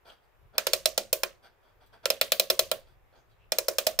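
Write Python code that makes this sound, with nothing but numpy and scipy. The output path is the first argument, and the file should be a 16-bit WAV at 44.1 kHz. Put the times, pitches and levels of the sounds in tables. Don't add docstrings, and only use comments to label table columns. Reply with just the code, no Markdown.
import sys
import numpy as np
from scipy import signal
from scipy.fft import rfft, irfft
from scipy.io import wavfile

SR = 44100
rng = np.random.default_rng(int(sys.argv[2]) if len(sys.argv) > 2 else 0)


def store_pcm(level_fs):
    pcm = np.round(np.clip(level_fs, -1, 1) * 32767).astype(np.int16)
    wavfile.write(sys.argv[1], SR, np.atleast_2d(pcm).T)


def invert_db(x):
    u = np.asarray(x, float) / 20
    return 10 ** u


N = 176400


def rms_one(x):
    return x / np.sqrt(np.mean(x ** 2) + 1e-20)


def at_hz(points, hz):
    table_hz, values = np.array(points).T
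    return np.interp(np.log(hz), np.log(table_hz), values)


def drift(rate):
    r = np.exp(-80 * np.pi * rate / SR)
    white = rng.standard_normal(N // 40 + 2002)
    slow = rms_one(signal.lfilter([1], [1, -2 * r, r * r], white)[2000:])
    return np.interp(np.arange(N) / 40, np.arange(len(slow)), slow)


def ring(clicks, hz, t60):
    r = invert_db(-60 / (t60 * SR))
    w = 2 * np.pi * hz / SR
    return signal.lfilter([0, np.sin(w)], [1, -2 * r * np.cos(w), r * r], clicks + 1e-18)


def bands(low_hz, high_hz, length, likeness, gain):
    out = 0
    white = rng.standard_normal((2, 2, length + 4000))
    edges = np.geomspace(low_hz, high_hz, int(2 * np.log2(high_hz / low_hz)) + 2)
    for k, (low, high) in enumerate(zip(edges, edges[1:])):
        band_pass = signal.butter(2, [low, high], "band", fs=SR, output="sos")
        mid, side = signal.sosfilt(band_pass, white[k % 2])[:, 4000:]
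        hz = np.sqrt(low * high)
        alike = np.clip(likeness(hz), 0, 1)
        out = out + gain(hz) * (np.sqrt(1 + alike) * mid + np.sqrt(1 - alike) * side * [[1], [-1]])
    return out


# (pitch [Hz], level [dB])
HUSH = [(150, -9.5), (260, -15.5), (390, -1.5), (1000, -5), (2000, -10), (4000, -23.5), (9000, -31),
        (15000, -22.5)]
# (pitch [Hz], likeness [0-1])
HUSH_LIKENESS = [(150, 0.26), (500, 0.32), (2000, .2), (8000, .05)]


def hush():
    noise = bands(169, 21000, N, lambda hz: at_hz(HUSH_LIKENESS, hz),
                  lambda hz: invert_db(at_hz(HUSH, hz) + 0.99 * drift(5)))
    return invert_db(-68) * rms_one(noise)


# (pitch [Hz], level [dB])
RUMBLE = [(12, -33), (20, -6), (43, -3), (81, -11.5), (116, -7.5), (151, -19), (170, -23), (220, -54.5),
          (370, -120)]
# (time [s], level [dB])
RUMBLE_LEVEL = [(0.0, -68), (0.32, -71), (0.43, -58.5), (0.62, -66), (0.7, -59), (1.17, -61.5),
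                (1.64, -71.5), (1.83, -66), (2.61, -63.5), (2.63, -56), (3.14, -66.5), (3.75, -61),
                (3.78, -64), (4.0, -58)]


def rumble():
    s, db = np.transpose(RUMBLE_LEVEL)
    lumps = bands(8.8, 240, N, lambda hz: .05, lambda hz: invert_db(at_hz(RUMBLE, hz) + 2.5 * drift(24)))
    return invert_db(np.interp(np.arange(N) / SR, s, db)) * rms_one(lumps) * invert_db(np.array([[1.2], [-1.2]]))


# (start [s], length [s], level [dB], brightness [dB per octave])
RUBS = [(0.043, .12, -51, 1.5), (.22, 0.052, -75.5, 5), (0.524, 0.1, -54.5, -2), (1.419, 0.077, -53, 1.3),
        (1.604, 0.15, -65, -0.3), (1.797, 0.077, -60, 0.2), (1.843, .05, -72, 9.5), (1.917, .07, -55, 0),
        (2.024, 0.06, -51.5, -0.5), (2.837, 0.13, -68.5, 3.5), (3.122, 0.098, -60, -0.5),
        (3.286, 0.059, -70.5, 3.5)]
# (pitch [Hz], width [Hz], level [dB])
KNOB = [(645, 170, 5.5), (970, 300, 1.5), (1490, 200, 1.5), (2360, 480, -7.5), (3340, 190, -4),
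        (4680, 410, -7), (5940, 590, -17), (8400, 670, -16), (10300, 400, -23.5), (12640, 500, -17.5),
        (14800, 500, -20.5)]
# (start [s], length [s], level [dB], pitch [Hz])
SQUEAKS = [
    (0.092, 0.023, -55.5, 3130),
    (3.15, 0.1, -80.5, 6500),
    (3.3, .06, -78.5, 3820),
    (3.385, 0.088, -70, 2670),
    (3.04, 0.11, -80.5, 2130),
]
GRAINS_PER_S, GRAIN_SPREAD_DB = 900, -0.5
HISS_DB, HISS_TOP_HZ = -20, 5260
RUB_RISE, SQUEAK_RISE = 0.39, 0.25
SQUEAK_WIDTH = 0.073


def fingers():
    t = np.arange(N) / SR
    slips = rng.random((2, N)) < GRAINS_PER_S / SR
    sizes = invert_db(GRAIN_SPREAD_DB * rng.exponential(1, (2, N)))
    mid, side = slips * sizes * rng.choice([-1, 1], (2, N))
    grains = rms_one(mid + 0.62 * side * np.array([[1], [-1]]))

    def band(hz, width_hz):
        t60 = np.log(1000) / np.pi / width_hz
        return ring(grains, hz, t60) * np.sqrt(4 * np.pi * width_hz / SR)

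    def swell(start, length, rise):
        angle = np.interp((t - start) / length, [0, np.clip(rise, .05, .95), 1], [0, np.pi / 2, 0])
        return np.sin(angle)

    level_db, tilt = np.full(N, -120.), np.zeros(N)
    for start, length, db, bright in RUBS:
        rub_db = db + 28 * np.log10(swell(start, length, RUB_RISE) + 1e-6)
        tilt = np.where(rub_db > level_db, bright, tilt)
        level_db = np.maximum(rub_db, level_db)

    hiss_band = signal.butter(1, [400, HISS_TOP_HZ], "band", fs=SR, output="sos")
    out = invert_db(level_db + HISS_DB) * signal.sosfilt(hiss_band, grains)
    for k, (hz, width_hz, db) in enumerate(KNOB):
        knob_db = level_db + db - 9 + tilt * np.log2(hz / 2000)
        out = out + (-1) ** k * invert_db(knob_db) * band(hz, width_hz)
    for start, length, db, hz in SQUEAKS:
        out = out + invert_db(db) * swell(start, length, SQUEAK_RISE) * band(hz, SQUEAK_WIDTH * hz)
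    return out * invert_db(0.66 * drift(52))


# (pitch [Hz], side share [0-1])
SIDE_SHARE = [(200, 0.34), (370, .3), (550, 0.32), (1000, .5), (2500, 0.97), (5000, 0.45), (12000, 0.32)]
LOW_CUT_HZ = 279


def strike(modes, times, levels_db, colour, pan_db, spread_db, scatter):
    out = np.zeros((2, N))
    at = np.clip(times * SR, 0, N - 1).astype(int)
    for hz, db, t60 in modes:
        draw = rng.standard_normal((len(times), 2 * times.shape[1] + 1))
        size = invert_db(levels_db + db + colour(hz) + spread_db * draw[:, :1])
        if scatter:
            size = size * np.sign(draw[:, 1::2])
        else:
            size = size * np.ones(times.shape)
        side = at_hz(SIDE_SHARE, hz) * draw[:, 2::2]
        clicks = np.zeros((2, N))
        np.add.at(clicks[0], at, size * (1 + side) * invert_db(pan_db / 2))
        np.add.at(clicks[1], at, size * (1 - side) * invert_db(-pan_db / 2))
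        out += ring(clicks, hz, t60)
    return signal.sosfilt(signal.butter(3, LOW_CUT_HZ, "high", fs=SR, output="sos"), out)


# (time [s], level [dB])
TAPS = [
    (.055, -61.5),
    (.554, -56.5),
    (2.036, -60),
    (2.872, -66),
    (3.127, -70),
    (3.158, -67),
    (3.195, -73),
]
BASE_SPREAD_DB = 1.6


def finger_taps():
    s, db = np.transpose(TAPS)[:, :, None]
    thump = strike(BASE, s, db + 3.0, lambda hz: 0, 0, BASE_SPREAD_DB, False)
    tick = strike(SHELL[:7], s, db + 2.5, lambda hz: -5.0 * np.log2(hz / 4000), 0, -1, True)
    return thump + tick


# (pitch [Hz], time [s])
ROOM_T60 = [(200, 0.2), (600, 0.22), (1500, 0.24), (4000, 0.25), (9000, 0.23), (15000, 0.19)]
# (pitch [Hz], level [dB])
ROOM_COLOUR = [(200, 8), (370, 4), (600, -6), (1500, 5), (8000, -1.86)]
ROOM_DB, ROOM_ONSET_S, ROOM_LIKENESS = -7, 0.0012, 0.9


def room(x):
    t = np.arange(SR // 2) / SR
    tail = bands(143.7, 14000, len(t), lambda hz: ROOM_LIKENESS,
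                 lambda hz: invert_db(at_hz(ROOM_COLOUR, hz) - 60 * t / at_hz(ROOM_T60, hz)))
    tail = tail * (1 - np.exp(-(t / ROOM_ONSET_S) ** 2))
    tail = tail / np.sqrt(np.sum(tail ** 2) / 2)
    return invert_db(ROOM_DB) * signal.fftconvolve(x, tail, axes=1)[:, :N]


# (deep ring [dB], upper base ring [dB], low shell [dB],
# mid shell [dB], high ring [dB], sizzle [dB])
SEATING = [(-1, -1.5, 3.5, -1.3, 1, 2.5), (-3, -1, 1, -1, 1.5, 0.5), (2.2, -0.6, -1, 1, 1.3, -2.5),
           (2.5, 4, -5.5, 0.5, 2.2, 0.5), (-1.5, -1, -1, -0.5, 1.8, -2), (-1.5, 0, 1.3, -0.1, -1.5, -0.2),
           (5.5, -3, 4.5, -4.5, -2.1, 2.5), (-3.5, -3.5, 0.8, 0, -1.5, 1), (-2.5, -0.7, -1, 1, -1, 1),
           (0, -5, 1.5, 5, -2.5, 1.5), (-1, -1.5, 4, 5.5, -2, 3), (2.5, -1, -1.5, 3.5, -0.3, 2),
           (3, 2.5, 1.5, 3.5, -1.5, 3), (1, 1.5, -2.5, 2.5, -0.5, -0.2), (2.5, 2, 7, 5, -5, 0.7),
           (-1.5, 2, 4.5, -0.7, 1, -2.5), (-3, 1.5, 2, -5.5, 1, -2.3), (-2, -4.5, 8, -6, 2, 1),
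           (-3, -3.5, 0, -1.5, -1.7, -0.2), (1, 3.5, -3, -1, -2, 0.5), (0.7, 0.7, -1.5, 1.3, 0.6, 1.4)]
GROUP_HZ = [370, 550, 635, 1300, 2300, 3600, 5300, 7500, 13000]


def seating(hz):
    deep, upper, low, mid, high, sizzle = np.transpose(SEATING)
    plain = 0 * deep
    groups = np.array([deep, plain, upper, low, plain, mid, high, plain, sizzle])
    return np.array([np.interp(np.log(hz), np.log(GROUP_HZ), tooth) for tooth in groups.T])[:, None]


# (time [s], snap level [dB], base thump level [dB], left over right [dB],
# brightness [dB per octave])
TEETH = [(0.5807, -9.5, -23, -3, -0.7), (0.668, -10.5, -19.5, -3.5, -0.2), (0.7333, -7, -22, -4.5, 2.5),
         (0.857, -8, -23, -4.5, 1), (0.9775, -10.5, -19, -3.0, 2), (1.1289, -10.5, -21, -3, 4.5),
         (1.2335, -12, -24, -2.5, -1.2), (2.056, -12.5, -21, -2.5, -1.1), (2.1022, -9, -19.5, -3.5, 0),
         (2.2125, -7.5, -18, -2.5, 0.6), (2.3196, -8.5, -20, 2, 1.2), (2.397, -9, -19, -2, 1.5),
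         (2.5006, -8, -18, -1.0, 1.45), (2.5921, -7, -19.5, 1, 2.9), (2.7146, -13, -22.5, -2, 2.1),
         (3.52, -12, -23.5, -2, 0.8), (3.5849, -11, -21.5, -2, 2.9), (3.6832, -12, -18, -1, 2),
         (3.784, -8.5, -20.5, -2.5, 1), (3.8675, -7, -20, -2.5, 1.5), (3.9898, -10.5, -22, -2.5, 2)]
# (pitch [Hz], level [dB], fade time t60 [s])
SHELL = [(1359, -19, 0.076), (2430, -18.5, 0.09), (2655, -19, 0.058), (3123, -17.5, 0.06),
         (3478, -11, 0.036), (4024, -11.5, 0.06), (4273, -9, 0.033), (4980, -18, 0.0064),
         (5312, -3.5, 0.027), (5550, -13, 0.013), (7550, -13.5, 0.015), (13400, -11, 0.015),
         (13200, -6, 0.011), (14400, -9.5, .012)]
# (pitch [Hz], level [dB])
CRACK = [(800, -20.5), (1600, -13.5), (2900, -11.5), (5000, -3.5), (6500, -5.5), (11000, -5.5), (14500, -2),
         (17000, -13)]
LEAD_S, LEAD_DB = 0.00053, -26
CHATTER_S, CHATTER_LOSS_DB, CHATTER_SPREAD_DB = .008, 21, 2.5
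RATTLE_S, RATTLE_DB, RATTLE_LOSS_DB = .06, -26, 18.5
SHELL_DB, SHELL_RING = -11, 0.62
CRACK_DB, CRACK_T60_S, CRACK_T60_SLOPE, CRACK_SPREAD_DB = -18, 0.015, -0.57, 1.5


def ratchet():
    s, snap_db, _, pan_db, tilt = np.transpose(TEETH)[:, :, None]
    late = rng.random((len(s), 12)) ** 1.4
    loose = rng.random((len(s), 6))
    times = np.hstack([s - LEAD_S, s, s + CHATTER_S * late, s + CHATTER_S + RATTLE_S * loose])
    touch_db = np.hstack([0 * s + LEAD_DB, 0 * s, -CHATTER_LOSS_DB * late,
                          RATTLE_DB - RATTLE_LOSS_DB * loose])
    touch_db = touch_db + CHATTER_SPREAD_DB * rng.standard_normal(times.shape)

    small_hz = np.linspace(800 ** .5, 17000 ** .5, 46) ** 2 * rng.uniform(.99, 1.01, 46)
    small = [(hz, at_hz(CRACK, hz) + CRACK_DB, CRACK_T60_S * (hz / 4000) ** CRACK_T60_SLOPE)
             for hz in small_hz]
    clear = [(hz, db + SHELL_DB, SHELL_RING * t60) for hz, db, t60 in SHELL]
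    return strike(small + clear, times, snap_db + touch_db,
                  lambda hz: tilt * np.log2(hz / 4000) + seating(hz), pan_db, CRACK_SPREAD_DB, True)


# (pitch [Hz], level [dB], fade time t60 [s])
BASE = [(213.6, -13.5, 0.19), (301.7, -20.5, 0.041), (369, -6, 0.15), (443, -11.5, 0.051),
        (528.3, -7.5, 0.034), (552.8, -1, 0.071), (632, -1.5, 0.073), (598, -9.5, 0.03), (662, -13, 0.058),
        (851, -18, 0.029)]
BASE_DB, BASE_LAG_S, BASE_JITTER_S = -11, 0.001, 0.00014
PUSH_S, PUSH_DB = [0, 0.001715, 0.003642], [0, 2, -5.5]


def base_thumps():
    s, _, base_db, pan_db, _ = np.transpose(TEETH)[:, :, None]
    pushes = s + BASE_LAG_S + PUSH_S + BASE_JITTER_S * rng.uniform(-1.1, 1, (len(s), 3))
    return strike(BASE, pushes, base_db + BASE_DB + PUSH_DB, seating, pan_db, BASE_SPREAD_DB, False)


# (pitch [Hz], level [dB])
TAIL = [(800, -10.5), (1600, -5), (3000, -2.5), (5000, -4), (6500, -6), (11000, -13), (14500, -8.5)]
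TAIL_DB, TAIL_RISE_S, TAIL_LIKENESS, TAIL_SPREAD_DB = -21.5, .0015, 0.35, .8
EARLY_DB, EARLY_T60_S = 8.5, .06


def shell_tail():
    s, snap_db, _, _, tilt = np.transpose(TEETH)

    def dying(hz):
        tooth_db = snap_db + tilt * np.log2(hz / 4000) + seating(hz)[:, 0]
        tooth_db = tooth_db + TAIL_SPREAD_DB * rng.standard_normal(len(s))
        energy = np.full(N, 1e-18)
        energy[(s * SR).astype(int)] = invert_db(2 * tooth_db)
        fall = invert_db(-120 / at_hz(ROOM_T60, hz) / SR)
        early_fall = invert_db(-120 / EARLY_T60_S / SR)
        rise = np.exp(-1 / TAIL_RISE_S / SR)
        early = invert_db(2 * EARLY_DB) * signal.lfilter([1], [1, -early_fall], energy)
        both = signal.lfilter([1], [1, -fall], energy) + early
        swelling = np.sqrt(signal.lfilter([1 - rise], [1, -rise], both))
        return invert_db(TAIL_DB + at_hz(TAIL, hz) + 1.9 * drift(120)) * swelling
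    return bands(670, 18000, N, lambda hz: TAIL_LIKENESS, dying) * invert_db(np.array([[-1.1], [1.1]]))


RIGHT_LAG_S = 2.3e-5


def scene():
    soft = base_thumps() + finger_taps() + fingers()
    left, right = ratchet() + soft
    delay = np.exp(-2j * np.pi * np.fft.rfftfreq(2 * N, 1 / SR) * RIGHT_LAG_S)
    near = np.array([left, irfft(rfft(right, 2 * N) * delay)[:N]])
    lasting = shell_tail() + room(soft) + hush() + rumble()
    top_cut = signal.cheby2(16, 50, 16000, fs=SR, output="sos")
    return near + signal.sosfilt(top_cut, lasting)


def roll_off(x):
    return signal.sosfilt(signal.butter(12, 17140, fs=SR, output="sos"), x)


def record(dry):
    rounded = 0.56 * np.tanh(dry / 0.56)
    top_cut = signal.cheby2(16, 60, 17200, fs=SR, output="sos")
    return roll_off(signal.sosfilt(top_cut, rounded))


dry = scene()
out = record(dry)
store_pcm(out)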